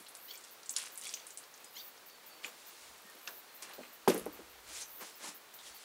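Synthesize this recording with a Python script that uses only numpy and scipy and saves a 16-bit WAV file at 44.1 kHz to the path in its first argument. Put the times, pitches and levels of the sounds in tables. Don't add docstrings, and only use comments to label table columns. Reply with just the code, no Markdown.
import sys
import numpy as np
from scipy import signal
from scipy.fft import rfft, irfft
from scipy.io import wavfile
from scipy.ndimage import uniform_filter1d

SR = 44100
rng = np.random.default_rng(int(sys.argv[2]) if len(sys.argv) > 2 else 0)


def amplitude_ratio(level_db):
    exponent = np.asarray(level_db, float) / 20
    return 10 ** exponent


def waveform_to_disk(signal):
    frames = np.transpose(np.atleast_2d(signal))
    scaled = np.clip(frames, -1, 1) * 32767
    samples = np.round(scaled).astype(np.int16)
    wavfile.write(sys.argv[1], SR, samples)


N = 257544


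def evened(x):
    return x / np.sqrt(np.mean(x ** 2) + 1e-20)


def wander(size, smooth):
    return evened(uniform_filter1d(rng.standard_normal(size), smooth))


def read(points, hz):
    f, value = np.transpose(points)
    return np.interp(np.log(hz + 1), np.log(f + 1), value)


def add(mix, s, sound):
    part = mix[round(s * SR):][:len(sound)]
    part += sound[:len(part)]


def coloured(x, points):
    gain = amplitude_ratio(read(points, np.fft.rfftfreq(len(x), 1 / SR)))
    return evened(irfft(rfft(x) * gain, len(x)))


def resonate(x, hz, width):
    turn = np.exp(2j * np.pi * np.cumsum(hz * np.ones(len(x))) / SR)
    r = np.exp(-np.pi * width / SR)
    return 2 * (turn * signal.lfilter([1 - r], [1, -r], x / turn)).real


def resonate_twice(x, hz, width):
    return resonate(resonate(x, hz, width), hz, width)


def grit(size, per_s, spread_db):
    chance = rng.random(size)
    sign = rng.standard_normal(size)
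    big = rng.exponential(1, size)
    return (chance < per_s / SR) * sign * amplitude_ratio(spread_db * np.minimum(big, 4))


def swell(peak_s, db, rise, fall, depth_db, roundness=1):
    t = np.arange(-rise, 2 * fall, 1 / SR)[max(round((rise - peak_s) * SR), 0):]
    return max(peak_s - rise, 0), db + depth_db * np.where(t < 0, -t / rise, t / fall) ** roundness


def swells(rows, floor_db, depth_db):
    out = np.full(N, amplitude_ratio(floor_db))
    for row in rows:
        s, db = swell(*row, depth_db)
        add(out, s, amplitude_ratio(db) * signal.windows.tukey(len(db), .1))
    return out


def knocked(rows):
    out, t = np.zeros(N), np.arange(9000) / SR
    for s, db, hz, t60 in rows:
        note = np.sin(2 * np.pi * hz * t) * np.minimum(2 * hz * t, 1)
        add(out, s, amplitude_ratio(db - 60 * t / t60) * note)
    return out


def burst(db, hz, t60, share, tail_db, crack_s):
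    t, hz = np.arange(5000) / SR, min(hz, 15000)
    spray = evened(resonate_twice(grit(len(t), 16000, 1.5), hz, share * hz))[::-1]
    crack = (t / crack_s) * np.exp(1 - t / crack_s)
    crack *= 2 / abs(spray[:round((3 * crack_s + 1 / hz) * SR)]).max()
    tail = amplitude_ratio(tail_db - 60 * t / max(t60, .005)) * np.minimum(t / crack_s, 1)
    return amplitude_ratio(db - 6.5) * spray * (crack + tail)


# frequency in Hz, level in dB per Hz.
VALLEY_HUSH = [(18, -28), (30, -28), (53, -48), (86, -16.5), (469, 1), (610, 0), (1210, 0.5), (3180, -4.5),
               (4470, -4.5), (4960, -7), (10300, -11), (13100, -12), (14500, -10.5), (15700, -10.5)]
# peak in seconds, level in dB, rise in seconds, fall in seconds.
BUMPS = [
    (2.86, -81, 0.079, 0.08),
    (3.78, -80.5, 0.063, 0.2203),
    (4.24, -65.5, 0.23, 0.38),
    (4.68, -72, 0.14, 0.252),
    (5.71, -83, 0.098, 0.0938),
]
# start in seconds, peak in dB, pitch in Hz, t60 in seconds.
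HEEL_THUMPS = [
    (2.893, -63, 65, 0.15),
    (5.7, -72, 60, .2),
]


def hush():
    hush_db, rumble_db, bump_depth_db = -57, -93, -18
    waver = wander(N, 3000)
    air = coloured(rng.standard_normal(N), VALLEY_HUSH) * amplitude_ratio(hush_db + .5 * waver)
    rumble = evened(resonate_twice(rng.standard_normal(N), 56, 54))
    return air + knocked(HEEL_THUMPS) + rumble * swells(BUMPS, rumble_db, bump_depth_db)


# start in seconds, length in seconds, top pitch in Hz, peak in dB.
SQUAWKS = [
    (0.27, 0.048, 1173, -48.5),
    (1.015, 0.056, 1181, -49.5),
    (1.163, 0.043, 1200, -56),
    (1.743, 0.048, 1200, -49.5),
]
# level in dB of each overtone, from the fundamental up.
SQUAWK_OVERTONES = [-25, -6, 2, 1, -3, -9, -13]
# delay in seconds, level in dB.
SLOPE_ECHOES = [(.017, -11), (.034, -14), (.052, -20)]
# start in seconds, length in seconds, pitch in Hz, level in dB, fuzz in Hz.
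WHISTLES = [
    (1.652, 0.039, 5130, -63, 180),
    (2.08, 0.085, 4550, -65, 34),
    (2.29, 0.1, 4505, -66.5, 19),
    (2.399, 0.13, 4430, -70, 26),
    (2.66, 0.13, 4180, -70, 60),
    (3.032, 0.093, 1831, -63.5, 14),
    (3.378, 0.57, 4170, -69.5, 60),
    (4.87, 0.043, 1280, -64.5, 20),
    (5.138, 0.022, 5200, -64, 30),
    (5.71, 0.078, 4500, -64, 19),
]


def squawk(length, top_hz, top_db):
    size = round(length * SR)
    u = np.linspace(0, 1, size)
    start, hoarse = .75, .25
    hz = top_hz * (start + (1 - start) * u ** .9)
    db = top_db + np.interp(u, [0, 0.75, 1], [-13, 0, 4])
    turns = np.cumsum(hz * (1 + 0.018 * wander(size, 90))) / SR
    stack = np.zeros(size)
    for k, level in enumerate(SQUAWK_OVERTONES):
        stack += amplitude_ratio(level + 2.2 * wander(size, 220)) * np.cos(2 * np.pi * (k + 1) * turns)
    stack = evened(stack) * (1 - hoarse + hoarse * wander(size, 40))
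    flutter = 1 + 0.37 * wander(size, 150)
    return amplitude_ratio(db) * evened(stack) * flutter * signal.windows.tukey(size, .2)


def birds():
    out = np.zeros(N)
    for s, length, top_hz, top_db in SQUAWKS:
        call = squawk(length, top_hz, top_db)
        add(out, s, call)
        for delay, echo_db in SLOPE_ECHOES:
            add(out, s + delay, amplitude_ratio(echo_db + 4.4 * wander(len(call), 200)) * call)
    for s, length, hz, db, fuzz in WHISTLES:
        size = round(length * SR)
        waver = wander(SR, 500)[:size]
        tone = np.sin(2 * np.pi * np.cumsum(hz + fuzz * waver) / SR) * (1 + 0.27 * waver[::-1])
        add(out, s, amplitude_ratio(db) * evened(tone) * signal.windows.tukey(size, .4))
    return out


# buzz start in seconds, level in dB, slow ticking before it in
# seconds, thin high note in dB.
CICADA_PHRASES = [
    (.17, -54.5, .155, -60),
    (1.708, -54, .307, -61),
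    (3.212, -53.5, .353, -70),
    (4.837, -52, .295, -62),
]
# start in seconds, level in dB.
CHIRPS = [(.507, -55), (.703, -53), (.917, -55), (1.136, -55), (1.328, -65), (2.059, -55), (2.26, -54.5),
          (2.46, -55), (2.663, -53), (3.542, -54.5), (3.732, -54.5), (3.927, -54.5), (4.324, -54),
          (4.495, -61), (5.154, -54.5), (5.344, -52.5), (5.539, -52), (5.744, -54)]
# frequency in Hz, width in Hz, level in dB.
TYMBAL = [(11200, 130, -9), (11860, 100, -9), (12340, 37, -6), (12800, 53, -2), (13200, 68, 4),
          (14600, 120, 1), (15000, 51, -2), (15000, 23, -4)]
# peak in seconds, level in dB, rise in seconds, fall in seconds.
FAR_CICADAS = [
    (.96, -63, 0.0446, 0.0884),
    (1.35, -69, 0.322, 0.1884),
    (1.97, -78.5, 0.1027, 0.077),
    (2.35, -73, 0.309, 0.598),
    (3.62, -62, 0.1318, 0.045),
    (3.89, -65, 0.1267, 0.09),
    (5.11, -67, 0.0505, .05),
    (5.6, -74, 0.1025, 0.089),
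]


def cicada_ticks():
    ticks, t = np.zeros(N), np.arange(900) / SR
    tick = amplitude_ratio(-60 * t / 0.041) * np.minimum(t / .0007, 1)
    quicken_s, quicken, quickest_s, merge_s = -.062, .7, .0118, .075
    for buzz, _, lead, _ in CICADA_PHRASES:
        gap = 1 / 23
        times = list(np.arange(buzz + quicken_s, max(buzz - lead, 0), -gap)[::-1])
        while times[-1] < buzz + merge_s:
            gap = max(gap * quicken + .006 * (times[-1] < buzz - .05), quickest_s)
            times.append(times[-1] + gap)
        for s in times:
            add(ticks, s, amplitude_ratio(-53 + 18 * min(s - buzz, 0)) * tick)
    return ticks


def cicada():
    t, lower, upper, note = np.arange(N) / SR, np.zeros(N), np.zeros(N), np.zeros(N)
    buzz_s, upper_late_s = 0.18, .035
    sounds = [(s, db, 0.025, 0.0476, 0) for s, db in CHIRPS]
    sounds += [(s, db, buzz_s, 0.51, upper_late_s) for s, db, *_ in CICADA_PHRASES]
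    for s, db, length, share, late in sounds:
        end = s + length
        lower += amplitude_ratio(db) * np.interp(t, [s, s + share * length, end, end + 0.021], [0, 0.7, 0.86, 0])
        upper_times = [s + late, s + min(share, .7) * length + late, end, end + 0.025]
        upper += amplitude_ratio(db) * np.interp(t, upper_times, [0.0032, 0.97, 0.8, 0])
    for s, _, _, note_db in CICADA_PHRASES:
        note += amplitude_ratio(note_db) * np.interp(t, [s + .02, s + .09, s + buzz_s, s + buzz_s + .01], [0, 1, 1, 0])
    ticks = cicada_ticks()

    turns = np.cumsum(180 * (1 + 0.017 * wander(N, 400))) / SR
    clicks = np.exp(-(turns % 1) / 0.12) + .5 * np.exp(-((turns + 0.35) % 1) / 0.3) + 0.39
    drive = clicks * rng.standard_normal(N)
    tone = sum(amplitude_ratio(db) * evened(resonate(drive, hz, width + 120)) for hz, width, db in TYMBAL)
    wide = coloured(drive, [(9500, -50), (11000, -6), (13000, 4.0), (13800, -3), (15000, 3.0),
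                            (15800, -1.5), (17000, -41.5)])
    song = evened(evened(tone) + 0.94 * wide)
    low = signal.sosfiltfilt(signal.butter(4, 13800, fs=SR, output="sos"), song)
    near = low * (lower + ticks) + (song - low) * (upper + 0.27 * ticks)
    beads = 1 + 0.6 * np.cos(np.pi * turns)
    near += note * beads * evened(resonate_twice(drive, 14600, 260))
    others = coloured(rng.standard_normal(N), [(10500, -38.5), (12500, -1), (13500, 12), (15800, 3.0),
                                               (17000, -30)])
    return near + others * swells(FAR_CICADAS, -86, -11)


# frequency in Hz, t60 in seconds.
PORCH_DECAY = [(150, 0.59), (500, 0.31), (2000, 0.28), (8000, 0.28), (14000, 0.21)]


def porch(x):
    taps = np.zeros(SR // 2)
    at = np.arange(200, len(taps) - 20, 20)
    taps[at + rng.integers(0, 20, len(at))] = rng.choice([-1., 1.], len(at))
    hz, t, z = signal.stft(taps, SR, nperseg=256)
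    decay = amplitude_ratio(-60 * t / read(PORCH_DECAY, hz)[:, None])
    tail = signal.istft(z * decay, SR, nperseg=256)[1]
    return signal.fftconvolve(x, tail / np.linalg.norm(tail))[:N]


# start in seconds, peak in dB,
# centre in Hz, width as a share of the centre.
TICKS = [(2.435, -41, 2876, 0.72), (2.44, -36, 2630, 0.46), (2.4455, -30, 2450, 0.22),
         (2.4513, -40.5, 1100, 1), (2.459, -48, 7230, 0.3), (2.461, -35.5, 2840, 0.34),
         (3.275, -33, 3500, 0.58), (3.2765, -33, 5400, 0.35), (3.6237, -37, 8300, 0.534),
         (3.693, -43, 9000, 0.6), (3.7127, -44, 3000, 1), (3.736, -39.5, 4500, 1), (3.832, -40.5, 1950, 1),
         (3.852, -43.5, 2030, 1), (4.0772, -31, 1170, 0.5), (4.0778, -31, 2200, 0.3),
         (4.0778, -27.5, 4515, 0.21), (4.1014, -24.5, 2200, 0.644), (4.0986, -25, 5502, 0.84),
         (4.1168, -30, 1640, 1), (4.1592, -32.5, 1500, 1), (4.264, -36, 850, 0.66), (5.539, -41, 6486, 1),
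         (5.589, -42.5, 3587, 0.55)]
# start in seconds, peak in dB, centre in Hz.
HOOK_RATTLE = [
    (2.9816, -46, 8160),
    (3.0987, -42.5, 9649),
    (4.083, -22, 11200),
    (4.0914, -25, 9900),
    (4.1054, -27, 12280),
    (4.139, -32, 8500),
    (4.145, -28, 12520),
    (4.178, -26, 11200),
    (4.196, -32.5, 11200),
    (4.2574, -35.5, 11580),
]
# start in seconds, length in seconds, from Hz, to Hz, level in dB.
LACE_DRAG = (3.63, .12, 2200, 1000, -58)
# start in seconds, length in seconds, pitch in Hz, width in Hz, level in dB.
GRAZES = [(2.437, 0.037, 7000, 696, -54), (2.439, 0.022, 8300, 800, -60), (2.437, .03, 10500, 900, -65),
          (2.435, 0.025, 4300, 400, -60), (4.738, 0.044, 7200, 1200, -52), (4.743, 0.075, 5100, 600, -57),
          (4.805, 0.037, 6100, 990, -48.5), (4.802, 0.03, 8400, 1500, -48.5), (4.83, 0.035, 6100, 600, -58),
          (1.756, 0.015, 6700, 300, -56), (1.777, 0.02, 6080, 220, -53.5), (1.775, .05, 4650, 200, -55),
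          (1.793, .025, 3720, 200, -54), (.338, .018, 2350, 200, -58), (5.655, .04, 3200, 900, -59),
          (5.59, .03, 3500, 700, -61)]
# peak in seconds, level in dB, rise in seconds, fall in seconds,
# low body in dB over that level.
RUBS = [(2.446, -52.5, 0.027, 0.1, 0.5), (2.62, -60.5, .2, 1, -13), (2.86, -60, 0.37, 0.1206, -13.5),
        (3.276, -55.5, 0.0073, 0.072, 3.5), (3.625, -45, 0.0049, 0.046, -9),
        (3.69, -63, 0.072, 0.3613, 4.5), (3.84, -64, 0.078, 0.1139, 0), (4.0789, -38.5, 0.0019, 0.049, 6.5),
        (4.13, -51, 0.048, 0.15, 3), (4.36, -64, 0.098, .25, 4.5), (4.7, -52.5, 0.077, 0.15, -6.5),
        (4.769, -46, 0.099, 0.097, -14.5), (4.825, -47, .1, 0.029, -14), (5.02, -51, 0.031, 0.059, 3),
        (5.06, -52, 0.082, 0.12, -12), (5.252, -46, 0.074, 0.056, -4), (5.284, -46, 0.041, 0.06, -7.5),
        (5.6, -63, .03, 0.066, -2), (5.67, -53, 0.11, 0.13, -8.5), (5.83, -56.5, 0.16, 0.0993, -10)]
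# frequency in Hz, level in dB per Hz.
RUB_BODY = [(120, -33), (200, -7), (301, -2), (1010, 1.5), (1080, 1.5), (1730, -3), (3500, -9), (4550, -57),
            (7700, -120)]
# frequency in Hz, level in dB per Hz.
RUB_HISS = [(880, -28.5), (1500, -1), (2230, 2), (3180, 2.5), (3740, 3), (7560, 4), (10600, 1),
            (13000, -11.5)]


def rubs():
    out = np.zeros(N)
    for *stroke, body_db in RUBS:
        s, db = swell(*stroke, -20.5, 1.32)
        size = len(db)
        hz = np.clip(5170 + 87 * (db + 55), 3500, 7000)
        hiss = coloured(grit(size, 14000, 0.8), RUB_HISS)
        hiss = evened(hiss + 0.43 * evened(resonate(hiss, hz, 6200)))
        body = coloured(grit(size, 4000, 2.5), RUB_BODY)
        add(out, s, amplitude_ratio(db) * (hiss + amplitude_ratio(body_db) * body) * np.minimum(np.arange(size) / 40, 1))
    return out


def handling():
    out = rubs()
    for s, db, hz, share in TICKS:
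        t60 = .04 + 80 / hz * amplitude_ratio(-.5 * max(db + 41, 0))
        add(out, s, burst(db, hz, t60, share, tail_db=-5.5, crack_s=0.0002))
    for s, db, hz in HOOK_RATTLE:
        add(out, s, burst(db, hz, t60=0.1, share=0.46, tail_db=-13.0, crack_s=0.00042))
    s, length, from_hz, to_hz, db = LACE_DRAG
    hz = np.geomspace(from_hz, to_hz, round(length * SR))
    slips = grit(9000, 5000, 1.8)[:len(hz)]
    add(out, s, amplitude_ratio(db) * evened(resonate_twice(slips, hz, 1500)) * signal.windows.tukey(len(hz), .4))
    for s, length, hz, width, db in GRAZES:
        band = resonate_twice(grit(6000, 9000, 1.7), hz, width)[2000:][:round(length * SR)]
        add(out, s, amplitude_ratio(db) * evened(band) * signal.windows.tukey(len(band), .5))
    return out


# start in seconds, peak in dB, contact time in seconds, share of the boot's
# hollow note in dB.
BLOWS = [(0.0, -53.5, 0.0023, -13), (2.444, -50, 0.00096, -7), (3.044, -54.5, 0.0043, -6),
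         (3.148, -55, 0.0015, -8), (3.782, -47, 0.0013, -9), (3.79, -44, 0.0013, -12),
         (3.805, -46, 0.00045, -12), (4.0768, -24, 0.0004, -14), (4.0808, -16.5, 0.001, 4),
         (4.0969, -22.5, 0.00092, 3), (4.114, -29.5, 0.0012, -3), (4.129, -35, 0.0015, -9),
         (4.142, -28, 0.0015, -11), (4.152, -33, 0.0011, -10), (4.163, -37, 0.00092, -9),
         (4.178, -38, 0.0018, -12), (4.208, -42, 0.0011, -13), (4.263, -34, 0.0009, -10),
         (4.391, -46, 0.0015, -8), (5.014, -50.5, 0.0036, -15), (5.279, -49, 0.0036, -17)]
# frequency in Hz, level in dB, t60 in seconds.
DECK = [(185.5, -2, 0.12), (252, 1.5, 0.1), (300, 2, 0.172), (377.4, 11.5, 0.13), (160, -17, 0.12),
        (436, 3.5, .1), (490, -1, 0.19), (563, 2, 0.098), (609, 1.5, 0.077), (724, -7, 0.091),
        (822, 0, 0.086), (1080, -5, 0.04), (1380, -9, 0.04), (2200, 3, 0.05)]
# start in seconds, peak in dB, pitch in Hz, t60 in seconds.
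KNOCKS = [(3.2749, -29, 2650, 0.011), (3.2765, -39, 1430, .03), (3.28, -40, 1710, .03),
          (3.2845, -45, 1650, .025), (3.29, -45, 1550, .03), (3.782, -43, 563, .03),
          (3.7895, -36.5, 576, .035), (3.796, -43, 600, .03), (3.8045, -42, 640, .03),
          (3.807, -49, 243, .11), (4.0759, -10, 800, .012), (4.0775, -41, 165, .12), (4.077, -14, 320, .03),
          (4.078, -25, 250, .07), (4.0925, -26, 375, .08), (4.1035, -24.5, 557, 0.047),
          (4.158, -36, 441, 0.092), (4.172, -36.5, 497, .08), (4.2625, -31, 450, .03),
          (4.279, -40, 300, .09), (4.391, -41, 420, .03), (4.403, -49, 330, 0.11),
          (2.4455, -33, 2480, .035), (2.447, -39, 2950, .03), (5.248, -45, 940, .04)]


def boards():
    out, t = np.zeros(N), np.arange(9000) / SR
    hollow, damping = 3, .55
    for s, db, contact, hollow_db in BLOWS:
        place_db = 1.2 * rng.standard_normal(len(DECK))
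        place_db[hollow] += hollow_db
        load = 1 + .025 * rng.standard_normal()
        ring = np.zeros(len(t))
        for k, (hz, level, t60) in enumerate(DECK):
            decay = amplitude_ratio(level + place_db[k] - 60 * t / min(t60 * damping, .17))
            ring += (-1) ** k * decay * np.sin(2 * np.pi * hz * load * t)
        ring = np.convolve(ring, np.hanning(max(round(contact * SR), 3) + 2))
        add(out, s, amplitude_ratio(db) * ring / abs(ring).max())
    sole_cut = signal.butter(2, 167, "high", fs=SR, output="sos")
    return signal.sosfilt(sole_cut, out) + knocked(KNOCKS)


# start in seconds, peak in dB, centre in Hz, t60 of the # spray in seconds.
SPLATS_AND_DRIPS = [(0.048, -49, 7931, 0.0816), (0.0672, -44, 4000, 0.15), (0.084, -36, 11320, 0.1205),
                    (0.151, -36.5, 8700, 0.13), (0.3547, -42, 6233, 0.0788), (0.375, -38.5, 8300, 0.106),
                    (0.4399, -42, 7300, 0.1177), (0.632, -43.5, 5774, 0.073), (0.659, -39, 7295, 0.1),
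                    (0.6933, -24, 7400, 0.086), (0.7065, -29, 9000, 0.085), (0.738, -38, 6072, 0.0636),
                    (0.7643, -23.5, 7366, 0.071), (0.7712, -27, 5107, 0.0608), (0.7835, -27, 8400, 0.0523),
                    (0.827, -32.5, 8900, 0.058), (0.8624, -36, 8633, 0.097), (0.9755, -27.5, 9640, 0.062),
                    (0.981, -35, 9500, 0.072), (0.9924, -34, 9690, 0.0587), (1.013, -35.5, 8000, 0.11),
                    (1.069, -32, 8110, 0.23), (1.092, -31.5, 5400, 0.067), (1.1393, -26, 6230, 0.051),
                    (1.1441, -30, 6100, 0.093), (1.267, -34, 9400, 0.13), (1.3049, -37, 7300, 0.1061),
                    (1.3736, -30, 8700, 0.11), (1.54, -42.5, 5900, 0.12), (1.644, -38, 8300, 0.078),
                    (.799, -34, 4000, .05), (0.8, -34, 9300, 0.045), (.8175, -37, 5200, .04),
         (0.816, -38, 9500, 0.043), (.819, -40, 2800, 0.08), (.838, -45, 1150, 0.065),
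         (0.8577, -40, 5800, .05), (.867, -47, 2300, 0.03), (.874, -42, 5600, 0.037),
         (0.884, -42, 7600, .03), (.929, -49, 6970, .04), (0.956, -38, 7850, .05), (.412, -47, 7000, .04),
         (.091, -42, 10000, .04), (.168, -46, 8200, .04), (.151, -44, 4500, .03), (1.577, -47, 7000, .05),
         (.0645, -46, 2900, .03), (1.172, -45, 2800, .04), (.79, -40, 1500, .06), (.808, -41, 2000, .05),
         (1.02, -40, 7200, .04), (1.103, -42, 5000, .05), (0.002, -43, 9444, 0.24),
         (0.3382, -44, 7524, 0.0715), (0.7628, -34, 3020, 0.13), (1.0468, -42, 11000, 0.0584),
         (1.1371, -35.5, 3508, 0.068), (1.438, -46, 4873, 0.11), (1.9767, -50, 5293, 0.0827),
         (2.098, -46, 4930, 0.0805)]
# start in seconds, peak in dB, from Hz, to Hz, length in seconds.
POCKETS = [
    (0.7626, -25, 1980, 8670, 0.0044),
    (0.7655, -23, 9250, 10300, 0.0028),
    (0.7684, -31, 5700, 3930, 0.0034),
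    (1.068, -37, 2219, 2608, 0.0034),
    (1.137, -40, 2484, 3013, 0.0039),
]
# peak in seconds, level in dB, rise in seconds, fall in seconds,
# low splash in dB over that level.
GUSHES = [
    (.33, -67, 0.0602, 0.215, 5),
    (.44, -59.5, 0.15, 0.66, -7),
    (0.768, -47, 0.05, 0.41, 1),
    (.875, -56, 0.13, 0.01401, 4),
    (1.045, -49, 0.083, 0.12, -20),
    (1.12, -58, 0.31, 0.55, 1),
    (1.39, -79, 0.25, 0.707, -10.5),
]


def water():
    out = np.zeros(N)
    for s, db, hz, t60 in SPLATS_AND_DRIPS:
        share = 0.5 - .008 * (db + 45)
        add(out, s, burst(db, hz, t60, share, tail_db=-5, crack_s=0.00051))
    for s, db, from_hz, to_hz, length in POCKETS:
        hz = np.linspace(from_hz, to_hz, round(length * SR))
        add(out, s, amplitude_ratio(db) * np.sin(2 * np.pi * np.cumsum(hz) / SR) * np.hanning(len(hz)))

    size, depth_db = 2 * SR, -48.5
    clumps = amplitude_ratio(0.967 * wander(size, 500))
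    fizz = coloured(grit(size, 6000, 3), [(1500, -32), (3500, 6.0), (7000, 1.0), (10500, 3.0), (12500, -24),
                                          (16000, -40.5)])
    slosh = coloured(grit(size, 3500, 3), [(300, -29.0), (900, -12.5), (2800, -7.0), (4500, -30)])
    low_gushes = [(s, db + low_db, *shape) for s, db, *shape, low_db in GUSHES]
    flow = swells([g[:-1] for g in GUSHES], -100, depth_db)[:size]
    heavy = swells(low_gushes, -100, depth_db)[:size]
    add(out, 0, clumps * (flow * fizz + amplitude_ratio(-3.5) * heavy * slosh))

    dull = signal.sosfilt(signal.butter(6, 11300, fs=SR, output="sos"), out)
    spits = np.zeros(N)
    add(spits, 0, amplitude_ratio(16.5) * flow * np.diff(grit(size + 1, 290, 2.4)))
    return dull + amplitude_ratio(-19.5) * (out - dull) + np.convolve(spits, np.hanning(6))[:N]


def scene():
    wet, knocks, far = water() + handling(), boards(), birds() + cicada()
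    echoes = porch(amplitude_ratio(-11.5) * wet + amplitude_ratio(-16.5) * knocks + amplitude_ratio(-7.5) * far)
    low_cut = signal.butter(5, 135, "high", fs=SR, output="sos")
    airborne = signal.sosfilt(low_cut, wet + knocks + far + echoes)
    return (airborne + hush())[None]


def band_limit(x):
    return signal.sosfilt(signal.butter(12, 16500, fs=SR, output="sos"), x)


def record(dry):
    edge = signal.firwin(601, 15780, window=("kaiser", 5), fs=SR)
    mix = signal.oaconvolve(dry, edge[None], "same")
    return band_limit(mix)


dry = scene()
out = record(dry)
waveform_to_disk(out)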